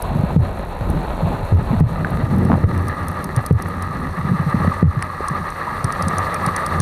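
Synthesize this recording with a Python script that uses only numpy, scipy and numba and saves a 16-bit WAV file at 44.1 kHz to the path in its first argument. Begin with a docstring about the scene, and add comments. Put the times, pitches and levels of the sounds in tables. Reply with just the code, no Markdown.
"""A small camera in a sealed case is held under the surface of a stream.
From the start: filtered-noise wash with bubble fizz, a rumble of eddies, motor hiss, and a tick every 20 ms.
Noise rasps come as the lens steps, from 0.02 s; knocks of water (sliding, wobbling sines) from 0.1 s.
Snaps and thin rings (damped sines) follow from 1.4 s. The wash turns to its deeper colour mostly by 3 s.
A limiter ducks everything after the hardest knocks."""
import sys
import numpy as np
from scipy import signal
from scipy.fft import rfft, irfft
from scipy.io import wavfile
from scipy.ndimage import uniform_filter1d
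from numba import njit

SR = 44100
rng = np.random.default_rng(int(sys.argv[2]) if len(sys.argv) > 2 else 0)


def persist_wave(psi):
    """Save psi, clipped to +-1, as 16-bit WAV."""
    counts = np.round(np.clip(psi, -1, 1) * 32767).astype(np.int16)
    wavfile.write(sys.argv[1], SR, np.atleast_2d(counts).T)


def voltage_ratio(decibels):
    """Convert decibels (scalar or array-like) to amplitude ratios, 20 dB per decade."""
    exponent = np.asarray(decibels, float) / 20
    return 10 ** exponent


N = 300321


def unit(x):
    """Scale to rms 1."""
    return x / np.sqrt(np.mean(x ** 2))


def colour(x, points):
    """Causal minimum-phase filter through (freq_hz, gain_db) points, built from the cepstrum."""
    hz, db = np.transpose(points)
    grid_hz = np.maximum(np.fft.rfftfreq(8192, 1 / SR), 1)
    gain_db = np.interp(np.log(grid_hz), np.log(hz), db, left=-70, right=-70)
    ceps = irfft(np.log(voltage_ratio(gain_db)))
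    # fold onto positive time
    ceps[1:4096] *= 2
    ceps[4097:] = 0
    impulse = irfft(np.exp(rfft(ceps)))
    return signal.fftconvolve(x, impulse)[:len(x)]


def walk(rate_hz):
    """Random levels held 1 / rate_hz and slewed twice, without slow drift; rms 1."""
    hold = int(SR / rate_hz)
    levels = rng.standard_normal(N // hold + 1)
    quick = uniform_filter1d(np.repeat(levels, hold), hold)
    quick = uniform_filter1d(quick, hold)[:N]
    return unit(quick - uniform_filter1d(quick, 6 * hold))


def patchy(lo_hz, count, shared_db, own_db, rate_hz):
    """White noise in half-octave bands that surge together and flicker alone."""
    noise = rfft(rng.standard_normal(N))
    freq_hz = np.maximum(np.fft.rfftfreq(N, 1 / SR), lo_hz)
    # the end bands take all that lies beyond them
    place = np.minimum(2 * np.log2(freq_hz / lo_hz), count - 1)
    surge_db = shared_db * walk(rate_hz)
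    out = np.zeros(N)
    for k in range(count):
        band = irfft(noise * np.clip(1 - abs(place - k), 0, 1), N)
        flicker_db = own_db * walk(2 * rate_hz)
        out += voltage_ratio(surge_db + flicker_db) * band
    return out


def blend(x, shallow, deep, share):
    """Crossfade two colours of one noise with square-root gains."""
    return np.sqrt(1 - share) * unit(colour(x, shallow)) + np.sqrt(share) * unit(colour(x, deep))


def add(out, start_s, sound):
    """Mix a sound in at start_s."""
    i = int(start_s * SR)
    out[i:i + len(sound)] += sound[:N - i]


def ring(hz, t60_s, attack_s):
    """A damped sine with a soft start."""
    t = np.arange(int(t60_s * SR)) / SR
    return np.sin(2 * np.pi * hz * t) * 10 ** (-3 * t / t60_s) * (1 - np.exp(-t / attack_s))


# wash colour just under the surface, lower down, and of the fizz: freq_hz, relative_db
WASH_SHALLOW = [(150, -39), (250, -9), (305, -4), (401, -3.5), (441, -2.5), (543, 2), (620, 2), (1090, -1),
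                (1310, -15), (1480, -9), (1720, -14.5), (2060, -22.5), (2400, -38), (3120, -69.5),
                (5280, -120)]
WASH_DEEP = [(150, -21), (250, -18.5), (429, -33), (632, -16), (715, -5), (778, -4), (1020, -2.5),
             (1200, 7), (1270, 3), (1480, -19), (1660, -3.5), (1760, -5.5), (1950, -5.5), (2250, -21),
             (2400, -31.5), (3120, -59.5), (5280, -120)]
FIZZ_COLOUR = [(1290, -17.5), (2200, 2), (2440, -1), (2690, -0.5), (3050, -10), (3710, -5), (4120, -2.5),
               (4520, -13), (4940, -29), (5200, -30), (6760, -32), (11400, -120)]


def wash(depth, fizz_db):
    """Turbulence and small bubble pops; deeper down the case's mid resonances stand out."""
    struck = rng.random(N) < 500 / SR  # 500 pops a second on average
    size_db = 2.74 * np.minimum(rng.exponential(size=N), 3)
    pops = struck * voltage_ratio(size_db) * rng.standard_normal(N)
    turbulence = patchy(285, count=9, shared_db=1.62, own_db=1.5, rate_hz=36)
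    drive = unit(turbulence) + voltage_ratio(-4) * unit(pops)
    body = blend(drive, WASH_SHALLOW, WASH_DEEP, depth)
    return body, voltage_ratio(fizz_db) * unit(colour(drive, FIZZ_COLOUR))


# colour of calm eddies, churned water and the sway of the case: freq_hz, relative_db
RUMBLE_COLOUR = [(32, -37), (55, -13), (91, 7), (118, -10.5), (162, -2), (233, -11.5), (269, -12),
                 (322, -19), (400, -10.5), (520, -37), (880, -120)]
CHURN_COLOUR = [(35, -43), (60, -5), (161, 4), (259, -6.5), (380, -12.5), (461, -6), (718, -30.5),
                (831, -15), (900, -25), (1170, -59), (1980, -120)]
SWAY_COLOUR = [(8, 4), (15, -26), (30, 6.5), (55, 3), (68, -2.5), (85, -30)]


def rumble(rumble_db, churn, sway_db):
    """Eddies shake the case, brighter when the water churns; the slowest ones sway it."""
    eddies = patchy(27.4, count=9, shared_db=2.5, own_db=1.0, rate_hz=14)
    shake = blend(eddies, RUMBLE_COLOUR, CHURN_COLOUR, churn)
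    sway = unit(colour(rng.standard_normal(N), SWAY_COLOUR))
    return voltage_ratio(rumble_db) * shake + voltage_ratio(sway_db) * sway


# motor hiss near the surface and lower down: freq_hz, relative_db
HISS_SHALLOW = [(2530, -8.5), (4300, 1), (4940, -22.5), (6230, -12.5), (6610, -9.5), (6830, -11),
                (8690, -11), (11200, -7.5), (11900, -11), (13100, -13), (14500, -17), (15500, -22)]
HISS_DEEP = [(2530, -29.5), (4300, 2), (4740, -5.5), (5000, -11.5), (6030, -8.5), (6750, -19), (7560, -18),
             (8150, -11), (8930, -5.5), (11300, -17), (12400, -11), (14900, -22), (15500, -29)]


def motor_hiss(hiss_db, depth):
    """Patchy treble noise of the motor, recoloured with depth."""
    hiss = patchy(4460, count=4, shared_db=1.0, own_db=1.3, rate_hz=36)
    return voltage_ratio(hiss_db) * blend(hiss, HISS_SHALLOW, HISS_DEEP, depth)


TICK_PERIOD_S, TICK_START_S = .02, .0102
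# modes of one tick: freq_hz, gain_db, t60_s, full_depth_change_db
TICK_MODES = [(5940, -40, 0.0027, 4.5), (9600, -33, 0.002, -0.5), (11800, -35, 0.0025, -4)]


def motor_ticks(depth):
    """A faint motor tick every 20 ms: damped modes, each of slightly random level."""
    out = np.zeros(N)
    times_s = np.arange(TICK_START_S, N / SR, TICK_PERIOD_S)
    chances = rng.standard_normal((len(times_s), len(TICK_MODES)))
    for start_s, chance in zip(times_s, chances):
        deep = depth[int(start_s * SR)]
        for (hz, gain_db, t60_s, deep_db), c in zip(TICK_MODES, chance):
            level_db = gain_db + deep_db * deep + 1.6 * c
            add(out, start_s, voltage_ratio(level_db) * ring(hz, t60_s, attack_s=0.00022))
    return out


# lens steps: start_s, gain_db, top_band_gain_db
LENS_STEPS = [(0.0216, -20.5, -1.5), (0.4015, -33, -12), (0.587, -47, 2), (0.9, -30.5, 1.5),
              (1.7988, -30, -10), (2.1036, -43, 9), (2.361, -39, 0), (2.382, -35, -1), (2.4498, -27, -15),
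              (2.6658, -46, -13), (2.776, -28, -12), (2.8205, -38, -4), (2.8816, -20.5, -11),
              (3.0315, -38, -15), (3.0818, -18.5, -10), (3.1133, -37, 3), (3.241, -17, -10),
              (3.3621, -14, -14), (3.4614, -13, -13), (3.525, -19, -8), (3.6212, -18.5, -11),
              (3.683, -40, 4), (3.822, -18, -15), (4.0023, -44, -1), (4.4972, -29, -23), (4.7391, -31, -17),
              (5.0225, -12, -27), (5.2817, -12.5, -22), (5.5017, -22.5, -28), (5.8423, -10, -23),
              (5.922, -13.5, -23), (6.022, -11.5, -24), (6.0818, -11.5, -23), (6.1815, -11, -22),
              (6.342, -11, -20), (6.4618, -10.5, -23), (6.562, -7.5, -23), (6.662, -11, -20),
              (6.8003, -9, -25)]
# colours of a step's body and of its top band: freq_hz, relative_db
STEP_BODY_COLOUR = [(2060, -56), (3500, -6), (3890, -18), (4580, -1.5), (5280, -3.5), (6130, 1),
                    (7210, -18), (8120, -1.5), (8920, 6.5), (11000, -11.5), (11700, -33), (14700, -29),
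                    (15500, -26)]
STEP_TOP_COLOUR = [(9500, 0), (10800, -4), (12500, -7), (14000, -10), (15500, -28)]


def lens_steps():
    """Noise rasps of the lens motor: a short swell over a weaker, wider hump that trails it."""
    out = np.zeros(N)
    t = np.arange(900) / SR
    swell = np.exp(-((t - .0025) / 0.0018) ** 2)
    hump = voltage_ratio(-16.5) * np.exp(-((t - .004) / 0.0044) ** 2)
    for start_s, gain_db, top_db in LENS_STEPS:
        noise = rng.standard_normal(len(t))
        body = unit(colour(noise, STEP_BODY_COLOUR))
        top = unit(colour(noise, STEP_TOP_COLOUR))
        rasp = voltage_ratio(-14.0) * body + voltage_ratio(top_db) * top / 2
        add(out, start_s, voltage_ratio(gain_db) * (swell + hump) * rasp)
    return out


SAG_PER_S, LOWEST_HZ = 9.5, 76  # exponential pitch fall of a glug; floor before wobble
LOW_MODE_HZ = 84.3
LOW_MODE_DB, LOW_MODE_PER_DB = -12, 1.2  # re glug; harder blows ring the lowest mode more
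SLOSH_DB = -20  # churned water thrown about by each blow, re glug
# knocks of the water on the case: start_s, gain_db, length_s, mid_length_pitch_hz
WATER_KNOCKS = [(0.1536, -1.5, 0.03, 157), (.1, -14, .04, 85), (.1899, -11, 0.046, 88),
                (.234, -3, 0.027, 180), (.361, 5, .088, 117.5), (0.809, -10, 0.037, 110),
                (1.228, 0, 0.02, 126), (1.24, -9, 0.042, 90), (1.428, -10, 0.038, 77.5),
                (1.5174, -1, 0.096, 78), (1.591, -11.5, 0.051, 110), (1.704, -2, 0.027, 160),
                (1.728, -7.5, 0.055, 167), (1.765, -7.5, 0.059, 84.5), (1.7975, -2, .012, 150),
                (1.806, 7.5, 0.078, 126.6), (2.008, -5, 0.02, 113), (2.056, 5, 0.013, 127),
                (2.132, -3, 0.027, 101), (2.218, -7, .016, 130), (2.2306, -3, 0.032, 121),
                (2.3053, -8, 0.031, 178), (2.3248, -9, 0.036, 187), (2.4, -14, 0.035, 173),
                (2.375, 3.5, 0.015, 181), (2.424, -3, 0.0096, 169), (2.4513, -4, .024, 173),
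                (2.481, -13, 0.044, 146), (2.5032, -6.5, 0.072, 171), (2.531, 1.3, 0.041, 144),
                (2.635, 7, 0.044, 87), (2.682, -11.5, .04, 110), (2.722, -13, .044, 126),
                (2.847, -13.5, 0.08, 88), (2.895, -17, 0.032, 96), (3.3685, -3, 0.047, 105),
                (3.508, 8.5, 0.074, 119.4), (4.189, -10, 0.025, 133), (4.21, -7, .018, 95),
                (4.249, -8.5, 0.031, 151), (4.2907, -8, .026, 169), (4.311, -0.5, 0.027, 148),
                (4.3296, -9.5, 0.056, 139), (4.395, -6.5, 0.038, 149), (4.4627, -7.5, 0.051, 139),
                (4.542, -1.1, 0.026, 159), (4.564, -6.5, .029, 130), (4.601, -10, 0.039, 163),
                (4.6765, 2, 0.024, 142), (4.827, 8, 0.082, 121.5), (4.966, -7.5, 0.039, 122),
                (5.307, -11.5, 0.037, 136), (5.8425, -2.5, 0.027, 127), (6.068, -11, 0.042, 148),
                (6.472, 0, 0.019, 135), (6.797, -4, 0.028, 133)]


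def knocks():
    """Each blow is a wobbling glug whose pitch slides as the water closes in, over the case's lowest mode."""
    out = np.zeros(N)
    wobble = walk(90)
    slosh = unit(colour(rng.standard_normal(N), CHURN_COLOUR))
    for start_s, gain_db, length_s, mid_hz in WATER_KNOCKS:
        t = np.arange(int(length_s * SR)) / SR
        now = np.minimum(int(start_s * SR) + np.arange(len(t)), N - 1)
        slide_hz = np.maximum(mid_hz * np.exp(-SAG_PER_S * (t - length_s / 2)), LOWEST_HZ)
        phase = 2 * np.pi * np.cumsum(slide_hz * (1 + 0.094 * wobble[now])) / SR
        # it fades, then the water stops it
        stop = np.minimum((length_s - t) / 0.022, 1)
        fade = (1 - np.exp(-t / 0.0026)) * voltage_ratio(-18 * t / length_s) * stop
        glug = np.sin(phase) + voltage_ratio(-21) * np.exp(-t / 0.0047) * np.sin(2.2 * phase)
        low = voltage_ratio(LOW_MODE_DB + LOW_MODE_PER_DB * gain_db) * np.sin(2 * np.pi * LOW_MODE_HZ * t)
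        add(out, start_s, voltage_ratio(gain_db) * fade * (glug - low + voltage_ratio(SLOSH_DB) * slosh[now]))
    # bass cut that keeps the short knocks free of low thud
    return signal.sosfilt(signal.butter(2, 62., "high", fs=SR, output="sos"), out)


# snaps and rings: start_s, gain_db, pitch_hz, t60_cycles
SNAPS_AND_RINGS = [(1.4225, -17, 815, 19), (1.7283, -18, 895, 27), (2.047, -2.5, 1570, 15),
                   (2.4998, -2.5, 690, 6.3), (2.5042, -7, 704, 3.3), (2.509, -13, 790, 4.3),
                   (2.5179, 2, 1030, 5), (2.5295, -1, 905, 5), (2.541, 5.5, 890, 4), (2.556, -5, 705, 4.3),
                   (2.5806, -6.5, 503, 3.9), (2.8965, -14.5, 1770, 38), (2.9681, -16, 1215, 25),
                   (3.9158, -19, 1250, 40), (4.6476, -4, 580, 6.3), (4.7178, -7.5, 1160, 49),
                   (5.025, -3, 1820, 8.8), (5.1, -11, 1130, 35), (5.2054, -7.5, 410, 6.3),
                   (5.2835, -9.5, 1120, 44), (5.6723, -11, 975, 40), (6.36, -25, 2400, 82),
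                   (6.4302, -9, 1136, 41), (6.487, -2.5, 1160, 32)]


def snaps_and_rings():
    """Damped sines: short ones crack, long ones are thin ringing tones with a softer start."""
    out = np.zeros(N)
    for start_s, gain_db, hz, cycles in SNAPS_AND_RINGS:
        t60_s = cycles / hz
        add(out, start_s, voltage_ratio(gain_db) * ring(hz, t60_s, attack_s=0.054 * t60_s))
    return out


# *_DEEP_DB: change at full depth
FIZZ_DB, FIZZ_DEEP_DB = -17, -5.5  # re wash
HISS_DB, HISS_DEEP_DB = -25, -.7  # re wash
SWAY_DB, SWAY_DEEP_DB = -21, -22
CALM_DB, CHURN_PER_DB = -35.5, 0.02  # rumble level of unchurned water; churn share per dB above it
# the case sinking into the current: time_s, wash_db, depth_0_to_1
SINKING = [(0, -26.5, .02), (.2, -28, 0.05), (.7, -30.5, 0.09), (.91, -28.5, 0.08), (1.27, -26.5, .05),
           (1.5, -27.5, 0.09), (1.58, -32.5, 0.22), (1.69, -26.5, 0.07), (1.97, -30, 0.25), (2.1, -28, 0.4),
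           (2.55, -29.5, 0.53), (2.94, -27.5, 0.7), (3.57, -28.5, 0.66), (4.2, -27.5, 0.79),
           (4.7, -23.5, 0.79), (4.95, -30, 0.76), (5.25, -25.5, 0.89), (5.8, -24.5, 0.79),
           (6.2, -21.5, 0.77), (6.81, -22, 0.76)]
# strength of the eddies around the case: time_s, rumble_db
EDDY_LEVELS = [(0, -30), (.1, -23.5), (.28, -21), (.45, -27), (.7, -30), (.91, -23.5), (1.27, -25),
               (1.69, -23.5), (1.86, -28), (2.0, -21.5), (2.27, -20), (2.36, -16), (2.52, -11.5),
               (2.6, -20), (3.24, -26), (3.57, -28.5), (4.08, -24.5), (4.3, -24.5), (4.41, -30),
               (4.66, -20.5), (4.75, -33.5), (4.84, -23.5), (4.99, -32), (5.33, -30), (5.67, -32.5),
               (6.09, -26), (6.25, -26.5), (6.7, -28), (6.81, -24)]


def scene():
    """All sources reach the microphone through the case; fizz and motor hiss swell with the wash."""
    t = np.arange(N) / SR
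    time_s, wash_db, depth = np.transpose(SINKING)
    wash_db = np.interp(t, time_s, wash_db)
    depth = np.clip(np.interp(t, time_s, depth), 0, 1)
    rumble_db = np.interp(t, *np.transpose(EDDY_LEVELS))
    churn = np.clip(CHURN_PER_DB * (rumble_db - CALM_DB), 0, 1)
    sway_db = SWAY_DB + SWAY_DEEP_DB * depth + 2.1 * walk(7.2)
    body, fizz = wash(depth, wash_db + FIZZ_DB + FIZZ_DEEP_DB * depth)
    water = voltage_ratio(wash_db) * body + fizz + rumble(rumble_db, churn, sway_db)
    hiss = motor_hiss(wash_db + HISS_DB + HISS_DEEP_DB * depth, depth)
    motor = hiss + motor_ticks(depth) + lens_steps()
    return (water + motor + knocks() + snaps_and_rings())[None]


@njit
def limiter(x, top, attack, release):
    """Gain drops fast when the followed level passes the top and climbs back slowly."""
    y, level = np.empty(len(x)), 0.
    for i in range(len(x)):
        rate = attack if abs(x[i]) > level else release
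        level += (abs(x[i]) - level) * rate
        y[i] = x[i] * min(1., top / (level + 1e-9))
    return y


def roll_off(x):
    """The treble ends steeply here."""
    return signal.sosfilt(signal.butter(12, 15680, fs=SR, output="sos"), x)


def record(dry):
    """Limiter with 0.4 ms attack and 27 ms release, then bass cut."""
    held = limiter(dry[0], voltage_ratio(-5.5), attack=1 / (.0004 * SR), release=1 / (.027 * SR))
    cut = signal.sosfilt(signal.butter(1, 40., "high", fs=SR, output="sos"), held)
    return roll_off(cut[None])


dry = scene()
out = record(dry)
persist_wave(out)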